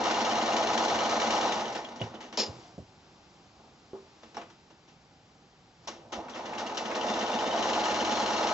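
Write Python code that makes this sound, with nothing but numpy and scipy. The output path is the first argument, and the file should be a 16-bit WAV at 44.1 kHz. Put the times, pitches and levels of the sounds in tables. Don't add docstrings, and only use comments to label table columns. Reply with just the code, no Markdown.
import sys
import numpy as np
from scipy import signal
from scipy.fft import rfft, irfft, next_fast_len
from scipy.io import wavfile
from scipy.ndimage import uniform_filter1d

SR = 44100
rng = np.random.default_rng(int(sys.argv[2]) if len(sys.argv) > 2 else 0)


def pcm_store(signal):
    levels = np.round(np.clip(np.atleast_2d(signal), -1, 1) * 32767)
    wavfile.write(sys.argv[1], SR, levels.astype(np.int16).T)


N = 376173

# time in seconds, speed in stitches per second.
FIRST_RUN = [(-.1, 9.5), (1.448, 9.44), (1.83, 4.09), (2.36, 1.66)]
SECOND_RUN = [(6.121, 1.93), (6.575, 4.95), (6.863, 5.55), (7.07, 7.98), (7.46, 8.08), (7.7, 9.48),
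              (8.54, 9.5)]
RUNS = [(FIRST_RUN, .056), (SECOND_RUN, .35)]
# lower edge in Hz, upper edge in Hz.
REGISTERS = [(150, 450), (450, 1300), (1300, 3000), (3000, 9000)]
FULL_RATE = 9.5
BRISK_SPEED = .83
ROOM_T60_S = 0.38
TIME = np.arange(N) / SR
AGE = np.arange(SR // 4) / SR
FREQS = np.maximum(np.arange(2049) * SR / 4096, 1)


def from_db(db):
    return 10 ** (np.asarray(db) / 20)


def gains(spectrum):
    hz, db = np.transpose(spectrum)
    return from_db(np.interp(np.log(FREQS), np.log(hz), db))


def filtered(x, gain):
    cepstrum = irfft(np.log(gain + 1e-6))
    half = len(cepstrum) // 2
    fold = np.r_[1, np.full(half - 1, 2), 1, np.zeros(half - 1)]
    impulse = irfft(np.exp(rfft(cepstrum * fold)))
    return signal.oaconvolve(np.atleast_2d(x), impulse[None], axes=1)[:, :N]


def coloured(x, gain):
    return filtered(x, gain / np.sqrt(np.mean(gain ** 2)))


def white(size=N):
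    return rng.standard_normal((2, size))


def add(track, s, sound):
    start = round(s * SR)
    first, last = max(start, 0), min(start + sound.shape[-1], N)
    if last > first:
        track[..., first:last] += sound[..., first - start:last - start]


def swells(rows):
    power = 0
    for s, half, db in rows:
        power = power + from_db(2 * db) * np.exp(-2 * np.minimum(((TIME - s) / half) ** 2, 20))
    return np.sqrt(power)


def dying(t60, room_db, rise_s):
    own = from_db(-60 * AGE / max(t60, .005))
    room = from_db(room_db - 60 * AGE / ROOM_T60_S)
    return np.hypot(own, room) * (1 - np.exp(-AGE / rise_s))


def blows(rows, colour, t60, room_db, push_db, rise_s=0.0022):
    drive = np.zeros((2, N))
    for s, db in rows:
        blow = dying(t60, room_db, rise_s) * white(len(AGE))
        blow[0, 0] = from_db(push_db)
        add(drive, s, from_db(db) * blow)
    return coloured(drive, colour)


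def ringing(rows, modes, level_db):
    out = np.zeros((2, N))
    for s, db in rows:
        for hz, mode_db, t60 in modes:
            decay = from_db(db + mode_db + level_db - 60 * AGE / t60)
            tone = decay * np.sin(2 * np.pi * hz * AGE)
            strength = rng.normal(1, 1.0, (2, 1)) * rng.choice([-1, 1], (2, 1))
            add(out, s, strength * tone)
    return out


def housing(ripple_db=2.5):
    # frequency in Hz, relative level in dB.
    colour = [(30, -29), (65, -6.5), (115, -16.5), (160, -25), (215, -4.5), (280, -11.5), (480, -4.5),
              (750, -4.5), (1000, -4.5), (1500, -15), (2500, -21.5), (4000, -13), (6200, -11.5),
              (7600, -26)]
    # frequency in Hz, width in Hz, height in dB.
    resonances = [(232.6, 32, 6.5), (328, 43, 10.5), (652, 150, 4.5), (853, 58, 5), (2050, 360, 0.5),
                  (2836, 220, 4), (3047, 130, 3.5), (3460, 47, 5), (4720, 400, -5)]
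    peaks = sum(db / (1 + (2 * (FREQS - hz) / width) ** 2) for hz, width, db in resonances)
    ripple = uniform_filter1d(rng.standard_normal(len(FREQS)), size=4) * np.sqrt(4)
    ripple *= np.minimum(FREQS / 1500, 1)
    return gains(colour) * from_db(peaks + ripple_db * ripple)


def through_housing(drives, body):
    out = np.zeros((2, N))
    for drive, (low, high) in zip(drives, REGISTERS):
        band = 1 / np.sqrt((1 + (low / FREQS) ** 10) * (1 + (FREQS / high) ** 10))
        out += coloured(drive, body * band)
    return out


def shaft(run, start):
    s, rates = np.transpose(run)
    rate = np.interp(TIME, s, rates, left=0, right=0)
    already = max(-s[0], 0) * rates[0]
    return start + already + np.cumsum(rate) / SR, rate / FULL_RATE


def passes(angle, at_turns):
    return np.flatnonzero(np.diff(np.floor(angle - at_turns)) > 0)


def pull_of(speed):
    return uniform_filter1d(np.clip(np.gradient(speed) * FULL_RATE * SR, 0, 2), size=SR // 5)


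def stitching(body, scatter_db=1.68, level_db=-1.87, pull_db=-0.8):
    # angle in turns, low, middle, upper and top register in dB before the trim, speed exponent.
    contacts = [(.945, -44, -33.5, -36.5, -36, 1.1), (.995, -37.5, -29, -37, -45, 0.8),
                (.045, -37.5, -33, -35, -34.5, 1.4), (.125, -37, -28, -54, -46.5, 0.9),
                (.27, -41.5, -28.5, -49.5, -46.5, 2), (.355, -46.5, -49.5, -34, -32, 2.2),
                (.46, -43, -30.5, -47.5, -39.5, 2.9), (.52, -49.5, -29.5, -33.5, -37, 1.5),
                (.595, -43.5, -27, -40.5, -48, 1.7), (.645, -40.5, -27.5, -41.5, -38.5, 1.7),
                (.73, -47, -23, -45, -45, 2.8), (.785, -44, -34, -41, -35.5, 1.2)]
    repeating = [.92, .88, .72, .5]
    drives = np.zeros((len(REGISTERS), 2, N))
    low = from_db(-4) * dying(t60=0.093, room_db=-15, rise_s=0.0012)
    high = dying(t60=0.061, room_db=-9, rise_s=0.0012)
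    envelopes = np.array([low, low, high, high])[:, None]
    alike = np.array(repeating)[:, None, None]
    push = np.zeros((len(REGISTERS), 2, len(AGE)))
    push[:2, 0, 0] = from_db([16, 17])
    for run in RUNS:
        angle, speed = shaft(*run)
        pull = np.zeros(N)
        pull[speed > 0] = pull_of(speed[speed > 0])
        for at_turns, *levels, exponent in contacts:
            own_ring = np.sqrt(alike) * white(len(AGE))
            for i in passes(angle, at_turns):
                trim_db = level_db + pull_db * pull[i] + scatter_db * rng.standard_normal()
                force = speed[i] ** exponent * from_db(np.array(levels) + trim_db)
                ring = own_ring + np.sqrt(1 - alike) * white(len(AGE))
                add(drives, i / SR, force[:, None, None] * (push + envelopes * ring))
    return through_housing(drives, body)


def thumps(modes, at_turns, level_db, exponent, easing, rise_s, scatter_db=1.6, detune=.02):
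    out = np.zeros((2, N))
    attack = 1 - np.exp(-AGE / rise_s)
    for run in RUNS:
        angle, speed = shaft(*run)
        for i in passes(angle, at_turns):
            hard, sharp = rng.standard_normal(2)
            thump = np.zeros(len(AGE))
            for hz, db, t60 in modes:
                decay = from_db(db + level_db + scatter_db * hard - 60 * AGE / t60)
                thump += decay * np.sin(2 * np.pi * hz * (1 + detune * sharp) * AGE)
            brisk = speed[i] / BRISK_SPEED
            add(out[0], i / SR, min(brisk ** exponent, brisk ** -easing) * attack * thump)
    return out


def bed_thumps():
    # frequency in Hz, relative level in dB, t60 in seconds.
    modes = [(66, -22, 0.12), (108, -19, 0.1), (226, 7, 0.075), (305, -4, 0.05)]
    # angle in turns, level in dB.
    strokes = [(.03, -28), (.68, -37)]
    return sum(thumps(modes, at_turns, db, exponent=8, easing=1.6, rise_s=.008) for at_turns, db in strokes)


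def plate():
    # frequency in Hz, relative level in dB, t60 in seconds.
    modes = [(728, -1.5, 0.07), (824, 4.5, 0.09), (874, 6.5, 0.09), (996, -4.5, 0.05)]
    # angle in turns, level in dB.
    strokes = [(.12, -32), (.47, -41), (.68, -35)]
    return sum(thumps(modes, at_turns, db, exponent=1.5, easing=2.0, rise_s=.003) for at_turns, db in strokes)


def needle_ticks(exponent=0.68):
    # angle in turns, level in dB at full speed before the ring's own trim.
    ticks = [(0.92, -46), (0.38, -43.5)]
    # frequency in Hz, relative level in dB, t60 in seconds.
    modes = [(2804, -1.5, 0.08), (3038, -1.5, 0.077), (3280, -3, 0.053), (3480, -6.5, 0.05)]
    rows = []
    for run in RUNS:
        angle, speed = shaft(*run)
        for at_turns, db in ticks:
            for i in passes(angle, at_turns):
                rows.append((i / SR, db + 20 * exponent * np.log10(speed[i])))
    return ringing(rows, modes, level_db=2.0)


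def motor(body, repeats=0.5, throb=0.15, whine_order=444, flutter_hz=48, wobble_hz=75):
    whirr_levels = [-31.5, -32.5]
    # cycles per shaft turn, relative level in dB.
    orders = [(7, -55), (11, -59), (12, -57), (20, -50), (23, -51), (24, -49), (32, -47), (33, -45),
              (36, -45), (39, -45), (57, -41), (71, -44), (75, -41), (87, -40), (89, -42), (136, -47),
              (148, -49), (171, -52)]
    whirr, hum, whine = np.zeros((3, 2, N))
    uneven = coloured(white(), 1 / (1 + (FREQS / flutter_hz) ** 2))[0]
    for run, whirr_db in zip(RUNS, whirr_levels):
        angle, speed = shaft(*run)
        on = speed > 0
        angle, speed = angle[on], speed[on]
        teeth = white(round(SR / FULL_RATE))
        place = (angle % 1 * teeth.shape[1]).astype(int) % teeth.shape[1]
        worn = teeth[:, place] * np.sqrt(speed)
        rubbing = np.sqrt(repeats) * worn + np.sqrt(1 - repeats) * white(len(speed))
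        level = speed ** 1.67 * from_db(whirr_db + 1.4 * pull_of(speed))
        whirr[:, on] += rubbing * level * (1 + throb * np.cos(2 * np.pi * 6 * angle))
        tones = np.zeros(len(speed))
        for order, db in orders:
            tones += from_db(db - 2.5) * np.sin(2 * np.pi * (order * angle + rng.random()))
        hum[0, on] += speed ** 3.05 * tones
        wobble = np.cumsum(wobble_hz * speed ** 6 * uneven[on]) / SR
        onset = np.minimum(speed / .84, 1) ** 32
        whine[:, on] += onset * np.sin(2 * np.pi * (whine_order * angle + wobble))
    waver = 1 + .85 * coloured(white(), 1 / (1 + (FREQS / flutter_hz) ** 4))
    softness = 1 / (1 + (FREQS / 2300) ** 2) / np.hypot(1, 330 / FREQS)
    return coloured(whirr, body * softness) + hum + from_db(-51) * whine * waver


def motor_buzz(level_db=-55.0, buzz_hz=245, width_hz=55):
    running = sum(shaft(*run)[1] > 0 for run in RUNS) * 1.
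    powered = uniform_filter1d(running, size=SR // 20)
    buzz = coloured(white(), 1 / (1 + (2 * (FREQS - buzz_hz) / width_hz) ** 2))
    return from_db(level_db) * powered * buzz


def room_air(level_db=-59.5):
    # frequency in Hz, relative level in dB.
    colour = [(15, -31), (25, -8.5), (70, -4), (162, -0.5), (215, -3.5), (301, -8), (323, -7), (534, -10.5),
              (679, -12.5), (765, -6.5), (1020, -15), (1180, -13.5), (1940, -24), (5180, -20.5),
              (7600, -28.5), (9880, -74.5), (16700, -120)]
    return from_db(level_db) * coloured(white(), gains(colour))


def table_bumps():
    # start in seconds, level in dB.
    bumps = [(.925, -38), (2.013, -31), (2.483, -39.5), (2.565, -48), (2.728, -52), (2.780, -36.5)]
    # frequency in Hz, relative level in dB.
    colour = [(35, -33), (55, -26), (80, -3.5), (115, 1.5), (170, -3.5), (260, -11.5), (700, -13.5),
              (1200, -56), (3000, -46)]
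    return blows(bumps, gains(colour), t60=0.14, room_db=-11.5, push_db=23.0)


def cloth():
    # middle in seconds, half length in seconds, level in dB.
    strokes = [(2.6, 0.15, -54), (3.2, 0.96, -63), (4.2, 0.43, -62), (5.85, 0.024, -59.5)]
    # frequency in Hz, relative level in dB.
    colour = [(180, -23), (300, 2.5), (488, -9), (763, -1.5), (1630, -16.5), (1890, -21.5), (5130, -14.5),
              (7600, -22.5), (9880, -66), (16700, -120)]
    return coloured(swells(strokes) * white(), gains(colour))


def knocks(body, level_db=1.5, room_db=-15, rise_s=0.0046):
    # start in seconds, level in dB before the trim, brightness in dB per register, t60 in seconds.
    clicks = [(1.747, -38.5, -1.5, 0.11), (1.885, -55, -8, 0.11), (2.137, -48, -5, 0.14),
              (2.204, -35.5, -1, 0.016), (2.325, -36, -2, 0.03), (2.390, -49, -6, 0.51),
              (4.230, -45.5, -3, 0.037), (4.342, -49.5, -2, 0.13), (4.368, -50, -4.5, 0.3),
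              (4.498, -53, -0.5, 0.05), (4.70, -58, -2.5, 0.11), (4.876, -61.5, -0.5, 0.22),
              (5.872, -46.5, 7.5, 0.091), (5.880, -35, -2.5, 0.036), (6.120, -41.5, 0, 0.21),
              (6.345, -48.5, -2, 0.44), (6.454, -42.5, -1, 0.11), (6.578, -42.5, 1.5, 0.19),
              (6.662, -43.5, 1.5, 0.11), (6.77, -36, 4.5, 0.072), (6.853, -37.5, -1, .08),
              (6.949, -37, 1, 0.07)]
    # start in seconds, level in dB before the trim, t60 in seconds.
    thuds = [(2.001, -35.5, 0.075), (2.373, -22, 0.02), (2.482, -38.5, 0.042), (3.589, -57, 0.11),
             (3.633, -62.5, 0.51), (3.932, -50, 0.27)]
    click_colour = [-1.2, 0.46, -0.61, -0.76]
    thud_colour = [1.5, 2, -41, -27]
    drives = np.zeros((len(REGISTERS), 2, N))
    steps = np.arange(len(REGISTERS)) - (len(REGISTERS) - 1) / 2
    hits = [(s, db + np.array(thud_colour), t60) for s, db, t60 in thuds]
    for s, db, bright_db, t60 in clicks:
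        hits.append((s, db + np.array(click_colour) + bright_db * steps, t60))
    for s, levels, t60 in hits:
        force = from_db(levels + level_db)[:, None, None]
        add(drives, s, force * dying(t60, room_db, rise_s) * white(len(AGE)))
    return through_housing(drives, body)


def clink():
    touches = [(2.016, -40), (2.019, -40.5)]  # (s, dB)
    modes = [(2840, 2, 0.06), (2950, 4, 0.045), (3320, 1, 0.056)]  # (Hz, dB, t60 s)
    return ringing(touches, modes, level_db=-4)


def latch():
    # start in seconds, level in dB.
    touches = [(2.3735, -27.5), (2.3855, -29), (2.391, -30), (2.399, -28), (2.4055, -30.5), (2.413, -32),
               (2.421, -37), (2.433, -34), (2.462, -42.5)]
    # frequency in Hz, relative level in dB.
    colour = [(900, -29), (1600, -9.5), (2500, -6), (4200, 2.5), (5250, 8), (6000, -2), (7300, -3.5),
              (8500, -68)]
    # frequency in Hz, relative level in dB, t60 in seconds.
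    spring = [(2360, -14, 0.18), (2880, -6.5, 0.13), (3661, -13, 0.15), (4226, -7, 0.14),
              (4980, 4.5, 0.086), (5200, -6, 0.12), (5850, -14, .12), (5440, 1.5, 0.13), (6794, -9.5, 0.13)]
    chatter = blows(touches, gains(colour), t60=0.098, room_db=-19, push_db=17, rise_s=0.00088)
    return (chatter + ringing(touches, spring, level_db=-10.5)) * from_db([[0], [-4]])


def palm():
    # start in seconds, level in dB before the ring's own trim.
    touches = [(3.933, -40)]
    # frequency in Hz, relative level in dB, t60 in seconds.
    modes = [(285, -10, 0.204), (351, -8, 0.3), (388, -2, 0.26), (440, -7.5, 0.36), (503, -8, .2),
             (583, -15, 0.31)]
    return ringing(touches, modes, level_db=-0.5) * from_db([[0], [-14]])


def presser_foot():
    # start in seconds, level in dB.
    lever_knocks = [(4.368, -39), (4.379, -43), (4.414, -41)]
    # frequency in Hz, relative level in dB.
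    lever_colour = [(200, -29), (600, 2), (1200, 3), (1900, -11), (3000, -11), (7500, -25)]
    # start in seconds, level in dB before the ring's own trim.
    foot_hits = [(4.368, -38.5), (4.379, -44.5), (5.874, -42), (5.884, -41.5)]
    # frequency in Hz, relative level in dB, t60 in seconds.
    bar = [(693, -5, 0.24), (847, 6, 0.057), (1102, -0.5, 0.18), (1310, -20, 0.1), (3050, -32, 0.075),
           (5550, -3, 0.074), (5830, -13, 0.053), (7100, -14, 0.052)]
    lever = blows(lever_knocks, gains(lever_colour), t60=0.059, room_db=-12, push_db=10, rise_s=.001)
    return lever + ringing(foot_hits, bar, level_db=-2.0) * from_db([[0], [-8]])


def stalled_motor(body, dull_hz=1200):
    # middle in seconds, half length in seconds, level in dB.
    strains = [(5.99, 0.12, -53.5), (6.18, 0.056, -40.5)]
    return coloured(swells(strains) * white(), body / (1 + (FREQS / dull_hz) ** 4))


def catches():
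    # start in seconds, level in dB.
    clacks = [(6.283, -45), (6.533, -39), (6.912, -35)]
    # frequency in Hz, relative level in dB.
    colour = [(400, -30), (1100, 7), (1700, -1), (2800, -5), (3800, -11), (7500, -18)]
    return blows(clacks, gains(colour), t60=0.083, room_db=-13, push_db=4, rise_s=.001)


def stereo(mid, side):
    # frequency in Hz, side gain in dB.
    width = [(60, -24.5), (93, -27.5), (140, -21.5), (220, -20.5), (350, -13.5), (540, -8), (840, -5.5),
             (1300, -2), (2010, 5), (3120, 1), (4850, -4), (7520, -10)]
    # frequency in Hz, left over right in dB.
    balance = [(60, -2), (100, -1.5), (180, -3), (300, -3), (510, -6), (880, -5), (1500, -4), (2570, 6),
               (4400, 7), (7520, 3)]
    diffuse = np.interp(FREQS, [500, 2000], [0.63, 0.81])
    turned = np.imag(signal.hilbert(mid, next_fast_len(N)))[:N]
    free = filtered(side, gains(width) * diffuse)
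    side = free + filtered(turned, gains(width) * np.sqrt(1 - diffuse ** 2))
    lean = np.sqrt(gains(balance))
    return np.vstack([filtered(mid + side, lean), filtered(mid - side, 1 / lean)])


def scene():
    body = housing()
    turning = stitching(body) + bed_thumps() + plate() + needle_ticks()
    drive = motor(body) + motor_buzz() + stalled_motor(body)
    handling = knocks(body) + clink() + latch() + palm() + presser_foot() + catches()
    surroundings = room_air() + table_bumps() + cloth()
    mid, side = turning + drive + handling + surroundings
    return stereo(mid, side)


def record(dry):
    thinned = signal.sosfilt(signal.butter(2, 48, "high", fs=SR, output="sos"), dry)
    return signal.sosfilt(signal.ellip(10, .2, 70, 7700, fs=SR, output="sos"), thinned)


dry = scene()
out = record(dry)
pcm_store(out)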